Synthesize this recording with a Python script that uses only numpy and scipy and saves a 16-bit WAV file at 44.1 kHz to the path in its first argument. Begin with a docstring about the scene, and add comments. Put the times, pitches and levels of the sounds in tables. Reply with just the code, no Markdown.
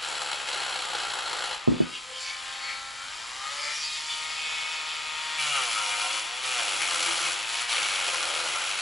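"""A stone is heard grinding a small lock cylinder at once, its hand-held rotary tool slowing under the drag.
It is lifted off with a dull knock on the wooden bench, turned up to a higher speed, and bites again.
The motor is a repeating pattern of rotor lines plus brush and fan hiss, both following the shaft.
Grit scrapes most strongly once a turn and the bouncing stone chatters; both ring the lock.
Resonances flare and slide as the tool is swung about; a faint low room tone lies underneath."""
import sys
import numpy as np
from scipy import signal
from scipy.fft import rfft, irfft, next_fast_len
from scipy.io import wavfile
from scipy.ndimage import uniform_filter1d

SR = 44100
rng = np.random.default_rng(int(sys.argv[2]) if len(sys.argv) > 2 else 0)


def log_audio(samples):
    """Write samples as a 16-bit WAV file to the path given in sys.argv[1]."""
    # one column per channel
    frames = np.atleast_2d(samples).T
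    # limit to full scale, then quantise
    limited = np.clip(frames, -1, 1)
    pcm = np.round(limited * 32767).astype(np.int16)
    wavfile.write(sys.argv[1], SR, pcm)


N = 388521
T = np.arange(N) / SR  # time of every sample, s

# Shaft speed before inertia smooths it: t/s, speed/Hz (turns per second)
SHAFT_SPEED = [(0.0, 85.5), (0.12, 75.5), (0.38, 70.0), (0.5, 70.25), (0.68, 64.75), (1.34, 54.75),
               (1.54, 56.75), (1.8, 79.75), (1.95, 85.5), (2.17, 86.5), (2.5, 88.5), (3.04, 90.0),
               (3.3, 124.0), (3.5, 140.5), (3.82, 153.25), (4.45, 157.3), (5.0, 155.5), (5.39, 156.2),
               (5.51, 146.0), (5.6, 131.7), (5.72, 110.2), (5.78, 105.8), (5.92, 103.0), (6.21, 107.9),
               (6.41, 130.7), (6.52, 127.5), (6.575, 121.8), (6.67, 99.7), (6.74, 96.0), (6.83, 87.0),
               (7.25, 83.5), (7.45, 112.0), (7.66, 122.0), (7.85, 102.5), (8.2, 82.5), (8.5, 80.5),
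               (8.72, 97.25), (8.81, 97.75)]
# Strong multiples of the shaft speed: order, level/dB over the other orders on the slow setting, on the fast one
STRONG_ORDERS = [(1, 5, 6), (3, 3, 7), (4, 0, 10.5), (5, -5, -2), (6, 10.5, 12), (7, -4, 5.5), (8, 0, 9.5),
                 (9, 10.5, 13), (11, -1, -3), (12, 11, 11), (14, 6.5, 10), (15, 11, 2), (16, 11, 10),
                 (17, 2, 1.5), (18, 11.5, -1), (20, 11, 0), (22, 5, 7.5), (24, 1, 2), (25, 0, -6),
                 (27, 7, -6), (28, 1, 3)]
# Tone colour of the motor housing: f/Hz, level/dB
HOUSING_COLOUR = [(76, -68), (130, -23), (418, -20.5), (459, -15), (618, -14.5), (665, -12.5), (912, -4),
                  (1020, -7), (1270, -3.5), (1510, -7.5), (2480, -0.5), (4500, -4), (6170, -14.5),
                  (7560, -19.5), (11000, -23.5), (14200, -57), (22000, -120)]
# Tone colours of the scraped metal, slow setting then fast: f/Hz, level/dB
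METAL_COLOURS = [
    [(76, -26), (130, -25), (273, -23.5), (335, -14.5), (653, -10), (816, -4.5), (1120, -8.5), (1370, -3),
     (2390, -20.5), (3100, -12), (3530, -17), (4000, -12), (4700, -14), (6280, -10.5), (7560, -0.5),
     (8940, -10), (11000, -5), (14200, -50), (22000, -120)],
    [(76, -50), (130, -21), (278, -22), (335, -13), (418, -14.5), (523, -10.5), (1120, -3), (1370, 2),
     (1710, -5.5), (2940, -5), (3740, -7.5), (7420, -8), (8940, -15), (10200, -10), (11000, -15),
     (14200, -64), (22000, -120)],
]
# Tone colour of the low rumble in the room: f/Hz, relative level/dB
ROOM_COLOUR = [(20, -6), (50, -1.5), (100, -4.5), (200, -10.5), (400, -13.5), (2000, -85)]
# Strength of the reflections that differ between the sides: f/Hz, level/dB
REFLECTION_COLOUR = [(100, -2), (280, 5.5), (600, -12), (1100, -10), (2200, -10), (3300, -14), (5500, -52),
                     (11000, -68)]
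# How much louder the left side is than the right, before reflections: f/Hz, level/dB
LEFT_OVER_RIGHT = [(190, 0.5), (340, 2.9), (600, 1.1), (1060, 2.8), (1900, 4.2), (3300, 0.5), (5900, 0.65)]
# Resonances of tool and lock pressed together: f/Hz, width/Hz, level/dB
LOCK_MODES = [(151.5, 12, 8), (330, 25, -4.5), (402, 40, -4), (515.6, 22.6, 8), (580, 31, 3), (717, 48, 0),
              (823, 74, 4), (948, 21, 2), (1047, 18, 2), (1194, 22, 5), (1256, 35, -1), (1360, 15, 4),
              (1460, 28, -1.5), (1610, 19, 1.5), (2207, 170, -0.5), (2500, 270, -5.5), (2750, 120, -9.5),
              (2890, 36, 0), (2988, 30, 1.5), (3330, 220, -3.5), (4050, 230, -5.5), (4370, 170, -7),
              (5600, 490, -15.5), (7660, 710, -11), (9860, 870, -2.5)]
# Knocks through the bench: t/s, time for which the push is above a fifth of its peak/ms,
# boom level/dB, sideways rocking level/dB
BENCH_KNOCKS = [(1.6759, 1, -24, -10), (1.6838, 2.2, -16.5, -2), (1.7035, 1.8, -28, -28),
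                (1.7171, 2.2, -25.5, -8), (1.7315, 2.7, -31, -30), (1.744, 3.8, -24, -18),
                (1.7673, 2.7, -39, -22), (1.8038, 1.4, -41, -6), (1.8116, 1.3, -29.5, -16),
                (1.8178, 3.6, -24, -16)]
# Resonances that flare as the tool turns in the hand: t/s, time from peak to 37 %/s, f/Hz,
# glide/octaves per s, width/Hz, peak level/dB
TOOL_FLARES = [(1.873, 0.045, 1490, 0.3, 60, 8), (1.958, 0.027, 2780, 0, 510, 10),
               (2.137, 0.075, 513, 0.27, 46, 18), (2.17, 0.027, 3150, -1, 350, 9.5),
               (2.223, 0.024, 7100, 0, 800, 9), (2.254, 0.076, 4660, -0.61, 360, 11.5),
               (2.27, 0.06, 5700, 0.8, 700, 7), (2.294, 0.055, 2270, -1, 200, 10.5),
               (2.7, 0.065, 2240, 0.48, 110, 16), (2.723, 0.11, 4250, -0.5, 350, 8),
               (2.867, 0.23, 1360, -0.024, 60, 6.5), (3.08, 0.074, 1440, 0.82, 80, 10),
               (3.219, 0.088, 930, 0.74, 90, 1), (3.494, 0.23, 1270, 0.91, 200, 6.5),
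               (3.607, 0.11, 580, 0.19, 50, 9.5), (3.55, 0.25, 1750, 0.023, 300, 4),
               (3.68, 0.076, 2077, -1.4, 240, 8.5), (3.63, 0.074, 5000, 0.26, 500, 6),
               (3.79, 0.055, 5680, -0.34, 400, 10), (3.852, 0.03, 4700, 0.12, 300, 13),
               (3.96, 0.053, 3737, -1.4, 300, 6.5), (3.994, 0.044, 5260, 0.45, 600, 5.5),
               (4.12, 0.026, 3480, -0.62, 220, 9), (4.46, 0.14, 3455, -0.022, 260, 2)]
# Resonances of the motor housing: f/Hz, width/Hz, level/dB
HOUSING_MODES = [(580, 19, -1), (801.5, 9.2, 5), (930, 16, -4), (1046, 25, 0.5), (1240, 19, 3),
                 (1339, 6.6, 4.5), (1592, 69, -2.5), (1770, 44, -6.5), (1940, 97, -3.5), (2200, 32, 0),
                 (2454, 150, -8), (3020, 90, -11), (3240, 700, -3.5), (7400, 640, 4), (10400, 113, 10)]
# Resonances of the hollow under the cupped palm: f/Hz, width/Hz, level/dB
PALM_MODES = [(2593, 120, 1), (3400, 280, -6), (4450, 140, -12)]
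# Bench modes, alike on both sides: f/Hz, level/dB before the push softens them, time to fall 60 dB/s
BOOM_MODES = [(55, -8, 0.13), (136, -6, 0.063), (170, -5, 0.17), (228, -3.5, 0.13), (253.7, -7, 0.36),
              (304, -3, 0.12), (417, -5, 0.089), (510, -9, 0.07), (630, -9, 0.044), (750, -14, 0.035),
              (960, -1, 0.055), (1280, -5, 0.05)]
# Modes that rock the microphone, opposite on the two sides: columns as for the boom
ROCKING_MODES = [(200, -10, 0.1), (232, -9, 0.15), (330, -2, 0.11), (378, -10, .07), (484, -15, .06),
                 (615, -9, 0.078), (668, -11, 0.055)]
# Presses of the stone on the metal: start t/s, end t/s, time to fade to 37 %/s, level/dB without drag,
# extra level/dB at the first bite, low part/dB and top/dB against the middle (low without drag),
# chatter weight/dB against the grit
STONE_PRESSES = [(0.0, 0.305, 0.42, -37.5, 2.5, -5.5, -8.5, -12),
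                 (0.448, 1.536, 0.056, -37, 3, -6.5, -10, -14), (5.364, 6.172, 0.13, -34.5, 2, -10, -4, -1),
                 (6.305, 6.378, 0.089, -36.5, -5.5, -8, -5.5, -1),
                 (6.408, 7.282, 0.18, -31.5, -2, -10, -4.5, -3),
                 (7.458, 7.618, 0.063, -33.5, -0.5, -13.5, -4.5, -9),
                 (7.668, 8.812, 0.047, -34, 5, -10, -6, -15.5)]
# Catches of the stone that make the lock sing out: columns as for the tool flares
LOCK_SQUEALS = [(0.1, 0.02, 7400, 0, 2500, 3), (5.41, 0.042, 2335, 0.42, 160, 5.5),
                (5.5, 0.15, 145, -0.8, 25, 5), (5.58, 0.045, 1290, -1.5, 200, 9.5),
                (5.535, 0.09, 2820, -0.53, 90, 8), (5.79, 0.049, 1280, 0.12, 159, 9),
                (5.93, 0.018, 2240, 0, 250, 9.5), (6.063, 0.026, 760, 0.33, 200, 8),
                (6.47, 0.081, 523, -0.31, 35, 1), (6.608, 0.045, 680, -2, 250, 6.5),
                (6.85, 0.032, 2270, 0.12, 250, 5.5), (7.625, 0.022, 1280, -0.14, 70, 16.5),
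                (7.708, 0.03, 3000, 0, 1800, 1.5), (7.817, 0.023, 1370, 0, 80, 4.5),
                (8.25, 0.06, 1360, 0, 70, 4.5), (7.102, 0.4, 330, 0.3, 29.5, 9),
                (8.28, 0.26, 500, -0.36, 160, 6), (8.56, 0.017, 1380, -0.12, 100, 11.5)]
# The tool swung over the bench: t/s, height of the vents/m, gain of the bench echo
TOOL_SWING = [(1.7, 0.059, 0), (1.88, 0.13, 0.1), (2.08, 0.1666, 0.1), (2.3, 0.16, 0), (2.55, 0.095, 0.07),
              (3.0, 0.075, 0.1), (3.45, 0.11, 0), (3.7, 0.15, 0), (3.97, 0.21, 0.02), (4.4, 0.1, 0),
              (4.6, 0.076, 0)]

# Holds: motor level/dB, low part/dB against the middle (both at SLOW_HZ), top/dB against the middle,
# palm resonance (0 none, 1 full, below 0 opposite)
OVERHAND = (-40.5, -3, -6.5, 0.5)  # the palm covers the vents
NOSE_UP = (-43, -5, -2, 0)  # pointing at the microphone
HALF_UP = (-39.5, -3, -3.5, 0)  # tilted half way down again
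DIAL_UP = (-42.5, -2.8, -3, -0.5)  # held loosely by the body, vents open
# Moves from one hold to the next: t/s, length of the move/s, new hold
HOLD_MOVES = [(1.84, 0.071, NOSE_UP), (2.2, 0.29, HALF_UP), (2.55, 0.26, DIAL_UP), (3.72, 0.094, NOSE_UP),
              (4.02, 0.47, OVERHAND)]

SLOW_HZ, FAST_HZ = 89, 157  # free shaft speed on the two dial settings
TURNED_UP_S, DIAL_TURN_S = 3.03, 0.13  # when the dial is turned up, and for how long
INERTIA_S = 0.06  # shaft speed is averaged over this time
# unsteadiness, in turns: the rotor on each setting; slow waver and quick jitter of the strikes
SHAKE_SLOW, SHAKE_FAST, WAVER, JITTER = 0.0008, 0.0045, 0.007, 0.0013
MOTOR_DB_PER_OCTAVE, MOTOR_LOW_DB_PER_OCTAVE = 7, -2.5  # a faster motor is louder and thinner
ATTACK_S, BITE_S = 0.04, 0.3  # the stone meets the metal; the first bite wears off to 37 %
# drag is how many octaves the stone pulls the shaft below its free speed
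SCRAPE_DB_PER_DRAG, SCRAPE_LOW_DB_PER_DRAG = 2.5, 7
# drag at which the stone stops bouncing, range over which it does so, chatter weight then left
SEATED_DRAG, SEATING_DRAG, SEATED_CHATTER_DB = 0.8, 0.25, -14
SOUND_M_S = 343  # speed of sound
TOP_HZ = 11050  # upper edge of the sound


def undb(db):
    """Turn decibels into a gain."""
    return 10 ** (np.asarray(db) / 20)


def unit(x):
    """Scale to an average (rms) strength of 1."""
    return x / np.sqrt(np.mean(x ** 2))


def ramp(x):
    """Rise from 0 to 1 and stay there."""
    return np.clip(x, 0, 1)


def curves(table):
    """Join the columns of a table by straight lines in time."""
    s, *columns = np.transpose(table)
    return [np.interp(T, s, column) for column in columns]


def walk(rate):
    """Drift smoothly by chance, with spread near 1; a higher rate drifts faster."""
    k = max(int(SR / rate), 1)
    steps = np.repeat(rng.standard_normal(N // k + 1), k)[:N]
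    return 1.277 * uniform_filter1d(uniform_filter1d(steps, k), k)


def shape(x, response):
    """Filter by a function of frequency."""
    size = next_fast_len(N + 8192, True)
    hz = np.fft.rfftfreq(size, 1 / SR) + 1e-6  # never exactly zero
    return irfft(rfft(x, size) * response(hz), size)[:N]


def colour(x, points):
    """Filter by a line drawn through (f/Hz, level/dB) points."""
    hz, db = np.transpose(points)
    return shape(x, lambda f: undb(np.interp(np.log(f), np.log(hz), db)))


def resonate(x, modes):
    """Add resonances, each ringing longer the narrower it is."""
    def response(f):
        return 1 + sum(undb(db) / (1 + 1j * (f / hz - hz / f) * hz / width) for hz, width, db in modes)
    return shape(x, response)


def scatter(x, t60):
    """Make a dense, fading cloud of reflections with about the energy of the sound itself."""
    t = T[:SR // 4]
    echoes = rng.standard_normal(len(t)) * undb(-60 * t / max(t60, .002))
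    return signal.oaconvolve(x, echoes / np.linalg.norm(echoes))[:N]


def flare(x, swells):
    """Let single resonances swell, slide and fade."""
    out = x.copy()
    for s, length, hz, glide, width, db in swells:
        near = abs(T - s) < 2 * length
        age = T[near] - s
        # shift the sliding band down to zero, smooth it there, and shift it back
        carrier = np.exp(2j * np.pi * np.cumsum(hz * 2 ** (glide * age)) / SR)
        pole = np.exp(-np.pi * width / SR)
        band = 2 * np.real(carrier * signal.lfilter([1 - pole], [1, -pole], x[near] / carrier))
        out[near] += (undb(db) - 1) * np.exp(-(age / length) ** 2) * band
    return out


def ripple(x, angle, db, t60, count=3):
    """Add the many close upper modes of a small body; their pattern changes with the angle."""
    turning = (np.cos(angle * np.sqrt(k + 1) + k) * scatter(x, t60) for k in range(count))
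    cloud = sum(turning) * np.sqrt(2 / count)
    # the modes answer a millisecond after the direct sound
    return x + undb(db) * colour(np.roll(cloud, SR // 1000), [(900, -25.5), (2500, 2.5)])


def radiate(x, level_db, low_db, top_db):
    """Set the level of the middle band, with the low part and the top relative to it."""
    def below(f, hz):
        return 1 / (1 + (f / hz) ** 8)
    low = shape(x, lambda f: below(f, 1800))
    top = shape(x, lambda f: 1 - below(f, 5000))
    middle = unit(x - low - top)
    return undb(level_db) * (middle + undb(low_db) * unit(low) + undb(top_db) * unit(top))


def pressing(presses):
    """Contact gain, low part, top and chatter of the stone: each press bites, settles and lets go."""
    contact, tone = 0, np.zeros((3, N))
    for start, end, release, level_db, bite_db, *tone_db in presses:
        age = np.maximum(T - start, 0)
        envelope = ramp(age / ATTACK_S) * np.exp(-np.maximum(T - end, 0) / release)
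        contact = np.maximum(contact, envelope * undb(level_db + bite_db * np.exp(-age / BITE_S)))
        tone[:, np.searchsorted(T, start):] = np.array(tone_db)[:, None]
    return (contact, *tone)


def bouncing(turns, uneven_db=1.5, ring_db=7, ring_t60=0.079):
    """The stone strikes once a turn, never quite on time, and each strike rings the lock's close modes."""
    turn = np.floor(turns + WAVER * walk(30) + JITTER * walk(200))
    strikes = np.diff(turn, prepend=turn[0]) * undb(uneven_db * rng.standard_normal(N))
    ringing = strikes + undb(ring_db) * scatter(strikes, ring_t60)
    tone = [(150, -2), (280, -2.5), (500, 4.5), (1000, 2.0), (1400, 0.0), (2300, 1.5), (3300, -5), (6000, -18)]
    return unit(colour(ringing, tone))


def wander(x, spread_db=1.15, rate=40, count=5):
    """The point of contact shifts, so that each band flares up and sinks on its own."""
    out = x
    for hz in np.geomspace(700, 4300, count):
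        band = signal.lfilter(*signal.iirpeak(hz, 4, SR), x)
        out = out + (undb(spread_db * walk(rate)) - 1) * band
    return out


def grinding(turns, drag, presses, spectrum, grit_db, runout, turn_db=1.0):
    """Grit tears at the metal, hardest when the high side of the stone comes round; the lock rings with it."""
    contact, low_db, top_db, bounce_db = pressing(presses)
    loose = ramp((SEATED_DRAG - drag) / SEATING_DRAG)
    chatter_db = SEATED_CHATTER_DB + loose * (bounce_db - SEATED_CHATTER_DB)
    # the high side bites suddenly and lets go gradually
    lobe = np.exp(-runout * ((turns + 0.06 * walk(30)) % 1))
    # every half turn bites a little differently
    bite = undb(turn_db * rng.standard_normal(4096))[(2 * turns).astype(int)]
    # about 9000 grains a second, of chance direction and strength
    strength = undb(grit_db * np.minimum(rng.exponential(size=N), 6))
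    grains = (rng.random(N) < 9000 / SR) * rng.choice([-1, 1], N) * strength
    chatter = bouncing(turns)
    scrape = unit(grains * lobe * bite)
    # while the stone bounces, the body of the scrape goes into the chatter
    body = colour(scrape, [(2500, 0.5), (4500, -39)])
    share = undb(chatter_db) ** 2 / (1 + undb(chatter_db) ** 2)
    force = scrape - 0.75 * share * body + 0.7 * np.sqrt(share) * chatter
    force = wander(force * undb(0.37 * walk(45)))
    force = ripple(force, 0.9 * walk(4) + 0.8 * T, db=-12.0, t60=0.074)
    ringing = flare(resonate(force, LOCK_MODES), LOCK_SQUEALS)
    # more drag makes the scrape louder and fuller
    level_db = SCRAPE_DB_PER_DRAG * drag
    low_db = low_db + SCRAPE_LOW_DB_PER_DRAG * drag
    return contact * radiate(colour(ringing, spectrum), level_db, low_db, top_db)


def rotor(turns, boosts, half_db, treble_db, size=16384, count=260):
    """A pattern that repeats every second turn: whole orders, and weaker half orders from bearing play."""
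    order = np.arange(1, count) / 2
    db = np.where(order % 1 == 0, 0, half_db) + 1.9 * rng.standard_normal(count - 1)
    db = db + treble_db * np.log2(np.maximum(order / 20, 1))  # tilt per octave above order 20
    for k, boost_db in boosts:
        db[np.argmin(abs(order - round(k)))] = boost_db
    phases = np.exp(2j * np.pi * rng.random(count - 1))
    cycle = irfft(np.r_[0, undb(db) * phases], size)
    return unit(np.interp(turns / 2 % 1 * size, np.arange(size), cycle))


def holding():
    """Level, low part, top and palm share of the motor as the hand moves from hold to hold."""
    tone = np.array(OVERHAND)[:, None]
    for s, length, hold in HOLD_MOVES:
        tone = tone + ramp((T - s) / length) * (np.array(hold)[:, None] - tone)
    return tone


def motor(turns, hz, hiss_db=3.5, fast_hiss_db=0.96, flutter=0.28, swish=0.24, cage_db=-4.5, sway_db=-6,
          stir_per_m=45):
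    """Rotor and bearing lines, with brush and fan hiss that pulses each turn, coloured by the housing."""
    angle = 2 * np.pi * turns
    pulsing = np.exp(flutter * np.cos(angle) + swish * np.cos(2 * angle) + 0.044 * np.cos(angle / 2))
    hiss = unit(pulsing * rng.standard_normal(N)) * undb(.5 * walk(25.06))
    pace = ramp((T - TURNED_UP_S) / DIAL_TURN_S)  # 0 slow setting, 1 fast
    # the rotor shakes in its bearings by a fraction of a turn, which frays the upper lines into a buzz
    shaken = turns + (SHAKE_SLOW + (SHAKE_FAST - SHAKE_SLOW) * pace) * walk(260)
    orders = np.array(STRONG_ORDERS)
    slow = rotor(shaken, orders[:, [0, 1]], half_db=-3.5, treble_db=0.0)
    fast = rotor(shaken, orders[:, [0, 2]], half_db=-3.5, treble_db=0.0)
    lines = (np.sqrt(1 - pace) * slow + np.sqrt(pace) * fast) * undb(1.23 * walk(12))
    # the hand is never still: a second, drifting pattern lifts some lines and weakens others
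    lines = lines + undb(sway_db) * walk(5) * rotor(shaken, [], half_db=-9, treble_db=-3.0)
    # the ball cage lags the shaft and fills the gaps with finer lines
    cage = rotor(.39 * shaken + 0.0041 * walk(40), [], half_db=-3.5, treble_db=-0.5)
    height, echo = curves(TOOL_SWING)
    travel = np.cumsum(abs(np.gradient(height)))  # metres moved so far
    sound = lines + undb(cage_db) * cage + undb(hiss_db + fast_hiss_db * pace) * hiss
    sound = ripple(sound, stir_per_m * travel + 1.156 * T, db=-8.0, t60=0.064)
    # the echo off the bench combs the sound; its teeth sweep as the tool rises and sinks
    sound = sound + echo * np.interp(T - 2 * height / SOUND_M_S, T, sound)
    level_db, low_db, top_db, cupped = holding()
    sound = sound + cupped * (resonate(sound, PALM_MODES) - sound)
    sound = flare(colour(resonate(sound, HOUSING_MODES), HOUSING_COLOUR), TOOL_FLARES)
    octaves = np.log2(hz / SLOW_HZ)
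    level_db = level_db + MOTOR_DB_PER_OCTAVE * octaves
    low_db = low_db + MOTOR_LOW_DB_PER_OCTAVE * octaves
    return radiate(sound, level_db, low_db, top_db)


def workshop(x):
    """The tool sits slightly left; short reflections off bench and walls make the two sides differ."""
    side = colour(scatter(x, t60=0.3), REFLECTION_COLOUR)
    left = colour(x, [(hz, db / 2) for hz, db in LEFT_OVER_RIGHT])
    right = colour(x, [(hz, -db / 2) for hz, db in LEFT_OVER_RIGHT])
    return np.array([left + side, right - side])


def room_tone(level_db=-65, side_db=-11):
    """A faint low rumble of coloured noise, nearly alike on both sides."""
    mid = unit(colour(rng.standard_normal(N), ROOM_COLOUR))
    side = unit(colour(rng.standard_normal(N), ROOM_COLOUR))
    return undb(level_db + walk(4)) * (mid + undb(side_db) * np.array([side, -side]))


def knocks(rattle_db=8.5, rattle_t60=0.55, rattle_from_hz=230):
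    """Soft blows ring the low modes of the bench and rock the microphone; loose things shiver briefly."""
    t = T[:SR // 2]

    def above(x, hz):
        return signal.sosfilt(signal.butter(2, hz, "high", fs=SR, output="sos"), x)

    def ring_modes(modes):
        return sum(undb(db - 60 * t / t60) * np.cos(2 * np.pi * hz * t) for hz, db, t60 in modes)

    boom = ring_modes(BOOM_MODES)
    rock = above(ring_modes(ROCKING_MODES), 130)  # the deep bass stays in the middle
    shiver = undb(rattle_db - 60 * t / rattle_t60) * rng.standard_normal((2, len(t)))
    rattle = above(shiver, rattle_from_hz)
    out = 0
    for s, ms, boom_db, rock_db in BENCH_KNOCKS:
        push = np.exp(-2 * np.pi * ((T - s) * 1000 / ms) ** 2)
        ring = undb(boom_db) * (boom + rattle) + undb(rock_db) * np.array([-rock, rock])
        out = out + signal.fftconvolve(ring, push[None] / push.sum(), axes=1)[:, :N]
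    # the microphone picks up little deep bass from the knocks
    return above(out, 78)


def scene():
    """One shaft drives the motor and the stone, first on the slow setting and then on the fast one."""
    hz = uniform_filter1d(curves(SHAFT_SPEED)[0], int(INERTIA_S * SR))
    unsteady = 1 + 0.001012 * walk(20) + 0.00197 * walk(200)
    turns = np.cumsum(hz * unsteady) / SR
    drag = np.log2(np.where(T < TURNED_UP_S, SLOW_HZ, FAST_HZ) / hz)
    slow = [press for press in STONE_PRESSES if press[0] < TURNED_UP_S]
    fast = [press for press in STONE_PRESSES if press[0] >= TURNED_UP_S]
    light = grinding(turns, drag, slow, METAL_COLOURS[0], grit_db=2.0, runout=0.98)
    hard = grinding(turns, drag, fast, METAL_COLOURS[1], grit_db=2.0, runout=0.77)
    return workshop(motor(turns, hz) + light + hard) + room_tone() + knocks()


def record(dry):
    """Cut the treble steeply above TOP_HZ, without shifting anything in time."""
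    return signal.sosfiltfilt(signal.ellip(12, .05, 60, TOP_HZ, fs=SR, output="sos"), dry)


dry = scene()
out = record(dry)
log_audio(out)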